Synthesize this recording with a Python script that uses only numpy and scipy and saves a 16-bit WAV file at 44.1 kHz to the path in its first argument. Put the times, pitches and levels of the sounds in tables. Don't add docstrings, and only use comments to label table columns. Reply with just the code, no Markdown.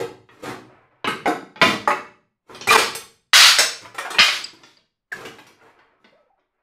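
import sys
import numpy as np
from scipy import signal
from scipy.fft import rfft, irfft
from scipy.io import wavfile
from scipy.ndimage import uniform_filter1d, minimum_filter1d

SR = 44100
rng = np.random.default_rng(int(sys.argv[2]) if len(sys.argv) > 2 else 0)


def store_pcm(level_fs):
    pcm = np.round(np.clip(level_fs, -1, 1) * 32767).astype(np.int16)
    wavfile.write(sys.argv[1], SR, np.atleast_2d(pcm).T)


N = 291942
RING_SAMPLES = 32768

# [f/Hz, density/dB per Hz]
AIR_COLOUR = [(25, 9), (70, -3), (200, -10.5), (1000, -14.5), (3000, -25.5), (6000, -35), (15000, -36)]
# [f/Hz, t60/s]
RING_TIMES = [(100, 0.88), (260, 0.47), (700, 0.39), (1800, 0.39), (4800, 0.42), (12800, 0.28)]
# [f/Hz, level/dB]
PANEL_MODES = [(118, -36), (312, -25), (373, -20.5), (454, -20), (856, -26.5), (1029, -25), (1120, -24),
               (1300, -21.5), (1604, -34), (1964, -26.5), (2526, -30), (2902, -28.5), (3230, -35.5),
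               (3339, -31), (4262, -25.5), (4478, -20.5), (5008, -21.5)]
# [t/s at full level, length/s, level/dB]
SLIDES = [(0.69, 0.59, -36), (5.62, 0.049, -34), (5.76, 0.28, -40.5), (6.11, 0.15, -48.5),
          (6.38, 0.036, -58.5), (6.55, 0.061, -56.5)]
# [f/Hz, level/dB]
SLIDE_COLOUR = [(150, -17), (350, -2), (800, 1), (1300, -1.5), (2200, -5.5), (3200, -20.5), (6000, -39.5),
                (14000, -51)]
# [start t/s, length/s, f/Hz, level/dB, pitch waver as a share]
SQUEAKS = [(0.01, 0.08, 466, -30.5, 0.031), (2.687, 0.045, 2450, -16, 0.04),
           (2.701, 0.035, 3940, -24.5, 0.0054), (2.702, 0.093, 453, -23.5, 0.022),
           (2.704, 0.045, 1170, -14.5, 0.027), (2.736, 0.072, 377, -33, 0.024),
           (2.745, 0.035, 5060, -40, 0.0037), (2.75, 0.026, 1065, -9.5, .05), (3.023, 0.05, 1097, -54, .01),
           (4.442, 0.012, 4720, -27, 0.063), (4.44, 0.025, 2570, -43, 0.045),
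           (4.44, 0.012, 7820, -37.5, 0.025), (4.769, 0.012, 4790, -55.5, 0.034),
           (5.117, 0.051, 1753, -31.5, 0.077), (6.119, 0.2, 576, -61.5, 0.15),
           (6.282, 0.15, 798, -69, 0.17)]
# [t/s, level/dB]
CREAK_LEVEL = [(2.68, -46.5), (2.703, -28.5), (2.709, -11.5), (2.733, -17), (2.741, -4.5), (2.75, -25),
               (2.768, -2.5), (2.774, -37.5)]
# [f/Hz, width/Hz, level/dB]
SEAM_MODES = [(444, 22, -10), (885, 60, -3), (1165, 130, 0.5), (1560, 110, -5), (1930, 65, -5.5),
              (2400, 97, -5.5), (5100, 50, -20.5)]
# [t/s, level/dB before the decay]
LOW_THUDS = [(3.587, -39), (4.186, -30), (4.195, -22.5)]
# [t/s at full level, length/s, level/dB]
BENDS = [(0.0, 0.0017, -7), (0.3, 0.15, -34), (0.435, 0.064, -9), (1.63, 0.082, -6), (2.5, 0.25, -23.5),
         (2.71, 0.089, -6), (3.82, 0.019, -26.5), (4.3, 0.15, -26.5), (4.59, 0.065, -38), (5.16, 0.1, -17),
         (5.33, 0.17, -30.5), (5.615, 0.084, -35), (6.01, 0.2, -49)]
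# [f/Hz, level/dB]
BEND_COLOUR = [(25, -41.5), (50, -23), (85, -17.5), (118, -2.5), (160, -13.5), (300, 0.5), (480, -5.5),
               (680, -8), (1100, -5.5), (2500, -15), (6000, -25.5), (14000, -33)]
# [t/s at full level, length/s, level/dB]
RIPS = [(1.64, 0.088, -19.5), (2.688, 0.012, -8.5), (2.732, 0.0073, -13.5), (2.783, 0.052, -12),
        (3.335, 0.097, 8), (3.425, 0.062, 3), (3.51, 0.14, -13.5), (4.197, 0.18, -9), (4.65, 0.076, -45)]
# [f/Hz, level/dB]
RIP_COLOUR = [(60, -34), (350, -36.5), (700, -13.5), (1400, -3.5), (4500, -1.5), (7000, -11.5),
              (14000, -22)]
# [t/s, level/dB, low corner f/Hz, high corner f/Hz,
# bright grit level/dB relative to the snap, f/Hz of the buckled patch's upper note]
BUCKLES = [(0.001, -14.5, 295, 655, -25.5, 466), (0.289, -40, 160, 2740, -36, 1911),
           (1.044, -15, 159.3, 3013, -30, 1032), (1.073, -9.5, 172.6, 2450, -16.5, 1277),
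           (1.257, -8, 208, 2235, -26.5, 797), (1.274, -5, 238.2, 1200, -22, 715),
           (1.559, -31, 190, 3010, -42, 860), (1.615, -1, 211.4, 3620, -21.5, 1023),
           (1.875, -5.5, 330, 1670, -21.5, 1251), (1.905, -11, 388, 2330, -25.5, 1087),
           (2.496, -28.5, 119.3, 1290, -30, 451), (2.547, -33, 120, 4350, -9, 358),
           (2.611, -28, 156.5, 5410, -30.5, 2505), (2.672, -12.5, 150, 1780, -5, 1980),
           (2.71, -4.5, 688, 1880, -1.5, 1151), (2.769, -7, 269.3, 2790, -7, 2340),
           (2.95, -27, 401, 14060, -20.5, 2710), (3.333, -2, 1000, 4220, -26, 3350),
           (3.586, -7, 570, 7520, -2.5, 3920), (3.85, -29.5, 533.4, 2300, -18, 996),
           (3.945, -29.5, 370, 1830, -8.5, 798), (3.982, -15, 564.6, 2462, -11.5, 1850),
           (4.049, -19, 457, 1814, -19, 1623), (4.103, -22.5, 440, 1550, -2.5, 1137),
           (4.144, -18.5, 260, 2540, -21, 2440), (4.185, -2, 1000, 2420, -23, 2553),
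           (4.191, 3, 2300, 4158, -37, 4260), (4.282, -14, 797, 4100, -32, 2540),
           (4.532, -38.5, 149.4, 1306, -16, 326), (4.634, -40.5, 240, 5190, -32, 2800),
           (4.771, -54, 190, 4380, -34, 4830), (5.12, -31.5, 110, 2176, -5, 1660),
           (5.251, -28.5, 141, 3100, -6.5, 1625), (5.385, -35.5, 418, 2980, -11.5, 857),
           (5.466, -43.5, 158.3, 2980, -0.5, 1422), (5.79, -46.5, 620, 3160, -28, 1517),
           (6.044, -43.5, 156.5, 3690, -31, 1502), (6.395, -69, 2000, 3853, -30.5, 2500)]


def from_db(db):
    return 10 ** (np.asarray(db) / 20)


def rms_one(x):
    return x / np.sqrt(np.mean(x ** 2) + 1e-20)


def level_curve(rows):
    rows = np.array(rows)
    return from_db(np.interp(np.arange(N) / SR, rows[:, 0], rows[:, -1], -np.inf, -np.inf))


def at_hz(points, hz):
    points = np.array(points)
    return np.interp(np.log(np.maximum(hz, 1)), np.log(points[:, 0]), points[:, 1])


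def cut(x, hz, kind, order):
    edge = np.clip(hz, 10, .45 * SR)
    return signal.sosfilt(signal.butter(order, edge, kind, fs=SR, output="sos"), x)


def drift(rate_hz, size):
    knots = rng.standard_normal(int(size * rate_hz / SR) + 2)
    return np.interp(np.arange(size) * rate_hz / SR, np.arange(len(knots)), knots)


def add(out, s, sound):
    start = int(np.clip(round(s * SR), 0, N - 1))
    out[start:start + len(sound)] += sound[:N - start]


def coloured(x, colour):
    gain = from_db(at_hz(colour, np.fft.rfftfreq(len(x), 1 / SR)))
    return irfft(rfft(x) * gain, len(x))


def fading(t60):
    return from_db(-60 * np.arange(RING_SAMPLES) / SR / max(t60, .01))


def note(hz, t60):
    wave = np.sin(2 * np.pi * hz * np.arange(RING_SAMPLES) / SR)
    return rng.choice([-1, 1]) * wave * fading(t60)


def strokes(rows, rise_db_per_s, sag_db_per_s, fall_db_per_s):
    t, gain = np.arange(N) / SR, np.zeros(N)
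    for s, length_s, db in rows:
        age = t - s
        loss_db = rise_db_per_s * np.maximum(-age, 0)
        loss_db += sag_db_per_s * np.maximum(age, 0)
        loss_db += fall_db_per_s * np.maximum(age - length_s, 0)
        gain = np.maximum(gain, from_db(db - np.minimum(loss_db, 200)))
    return gain


def crackle(per_s, spread_db, clump_db):
    born = rng.random(N) < per_s / SR
    sizes = from_db(spread_db * np.minimum(rng.exponential(1, N), 4))
    signs = rng.choice([-1, 1], N)
    return rms_one(born * sizes * signs * from_db(clump_db * drift(90, size=N)))


def panel_ring(uneven_db, colour=((1, 0), (2, 0)), modes_trim_db=-2.5, cluster_hz=55):
    hz = np.fft.rfftfreq(RING_SAMPLES, 1 / SR)
    place = np.log1p(hz / 4000) * 4000 / cluster_hz
    favour = np.clip(rng.standard_normal(1024), -1.5, 1.5)
    clusters = rms_one(from_db(uneven_db * np.interp(place, np.arange(len(favour)), favour)))
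    dense = rfft(coloured(rng.standard_normal(RING_SAMPLES), colour)) * clusters
    out = np.zeros(RING_SAMPLES)
    for centre, t60 in RING_TIMES:
        share = at_hz([(f, f == centre) for f, _ in RING_TIMES], hz)
        out += irfft(dense * share) * fading(t60)
    for mode_hz, db in PANEL_MODES:
        strength_db = db + modes_trim_db + at_hz(colour, mode_hz) + 2 * rng.standard_normal()
        out += from_db(strength_db) * note(mode_hz, at_hz(RING_TIMES, mode_hz))
    return out


def through_panel(force, colour, uneven_db=1.0, moves_hz=22, count=5):
    place = np.arange(N) * moves_hz / SR
    out = np.zeros(N)
    for k in range(count):
        distance = np.abs((place - k + count / 2) % count - count / 2)
        nearness = np.sqrt(np.maximum(1 - distance, 0))
        out += signal.fftconvolve(force * nearness, panel_ring(uneven_db, colour))[:N]
    return out / np.linalg.norm(fading(at_hz(RING_TIMES, 2000)))


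def workshop_air(level_db=-83):
    return from_db(level_db) * rms_one(coloured(rng.standard_normal(N), AIR_COLOUR))


def rubbing(trim_db=-4.0):
    grip = strokes(SLIDES, rise_db_per_s=220, sag_db_per_s=48, fall_db_per_s=260)
    force = grip * crackle(per_s=2500, spread_db=1.0, clump_db=4.5)
    return from_db(trim_db) * through_panel(force, SLIDE_COLOUR)


def squeaks(rough_db=4.5, flutter=0.15):
    out = np.zeros(N)
    for s, length_s, hz, db, waver in SQUEAKS:
        size = int(length_s * SR)
        flutter_hz = flutter * hz
        pitch_hz = hz * (1 + waver * drift(flutter_hz, size=size))
        phase = 2 * np.pi * np.cumsum(pitch_hz) / SR
        grip = np.sqrt(2) * np.sin(np.pi * np.linspace(0, 1, size) ** 0.45)
        swell = grip * from_db(db + rough_db * drift(flutter_hz, size=size))
        add(out, s, swell * np.sin(phase))
    return out


def creak(slips_per_s=246, slips_lost_per_s2=330, jitter=0.033, trim_db=4.0):
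    start, end = CREAK_LEVEL[0][0], CREAK_LEVEL[-1][0]
    age = np.clip(np.arange(N) / SR, start, end) - start
    per_s = slips_per_s - slips_lost_per_s2 * age
    turns = np.cumsum(per_s * (1 + jitter * drift(150, size=N))) / SR
    slips = np.diff(np.floor(turns), prepend=0) * from_db(2 * drift(220, size=N))
    out = np.zeros(N)
    for hz, width_hz, db in SEAM_MODES:
        radius, angle = np.exp(-np.pi * width_hz / SR), 2 * np.pi * hz / SR
        feedback = [1, -2 * radius * np.cos(angle), radius * radius]
        out += from_db(db) * signal.lfilter([1 - radius, 0, radius - 1], feedback, slips)
    return from_db(trim_db) * level_curve(CREAK_LEVEL) * rms_one(out)


def ringing_friction(ring_db=-11.5):
    friction = creak() + squeaks()
    nearly_flat = ((1, 0.0046), (2, 0.0047))
    return friction + from_db(ring_db) * through_panel(friction, nearly_flat)


def low_thuds(thud_hz=330, thud_t60=0.075):
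    out = np.zeros(N)
    for s, db in LOW_THUDS:
        thud = rms_one(cut(rng.standard_normal(RING_SAMPLES), thud_hz, "low", order=2))
        add(out, s, from_db(db) * thud * fading(thud_t60))
    return out


def crinkling(trim_db=-2.0):
    bending = strokes(BENDS, rise_db_per_s=650, sag_db_per_s=63, fall_db_per_s=520)
    force = bending * crackle(per_s=900, spread_db=2.8, clump_db=3.0)
    return from_db(trim_db) * through_panel(force, BEND_COLOUR)


def ripping():
    running = strokes(RIPS, rise_db_per_s=8200, sag_db_per_s=93, fall_db_per_s=670)
    force = running * crackle(per_s=1100, spread_db=3.0, clump_db=2.0)
    return through_panel(force, RIP_COLOUR)


def patch_notes(upper_hz, upper_db=-10.5, lower_db=-21, lower_ratio=0.68, bass_t60=.3):
    out = np.zeros(RING_SAMPLES)
    for hz, db in ((upper_hz, upper_db), (upper_hz * lower_ratio, lower_db)):
        out += from_db(db) * note(hz, bass_t60 / (1 + (hz / 2400) ** 2))
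    return out


def snaps(uneven_db=7.5, direct=0.4, direct_s=0.012, grit_low_hz=900, grit_high_hz=5500, grit_rise_s=0.0013):
    out, t = np.zeros(N), np.arange(RING_SAMPLES) / SR
    attack = 1 + direct * np.exp(-t / direct_s)
    grit_onset = 1 - np.exp(-t / grit_rise_s)
    for s, db, low_hz, high_hz, grit_db, note_hz in BUCKLES:
        body = cut(panel_ring(uneven_db) * attack, low_hz, "high", order=3)
        body = cut(body, high_hz, "low", order=4)
        grit = cut(panel_ring(uneven_db) * grit_onset, grit_low_hz, "high", order=1)
        grit = cut(grit, grit_high_hz, "low", order=1)
        add(out, s, from_db(db) * (body + patch_notes(note_hz) + from_db(grit_db) * grit))
    return out


def scene():
    background = workshop_air() + rubbing() + ringing_friction()
    steel = low_thuds() + crinkling() + ripping() + snaps()
    return (background + steel)[None]


def record(dry, ceiling_db=-0.5, release_db_per_s=900, microphone_hz=13800, cutoff_hz=15600):
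    over_db = np.maximum(20 * np.log10(np.abs(dry) + 1e-9) - ceiling_db, 0)
    ramp = release_db_per_s * np.arange(N) / SR
    gain_db = ramp - np.maximum.accumulate(over_db + ramp, axis=-1)
    gain_db = uniform_filter1d(minimum_filter1d(gain_db, size=15), size=15)
    dulled = cut(dry * from_db(gain_db), microphone_hz, "low", order=3)
    return signal.sosfilt(signal.ellip(10, .1, 80, cutoff_hz, fs=SR, output="sos"), dulled)


dry = scene()
out = record(dry)
store_pcm(out)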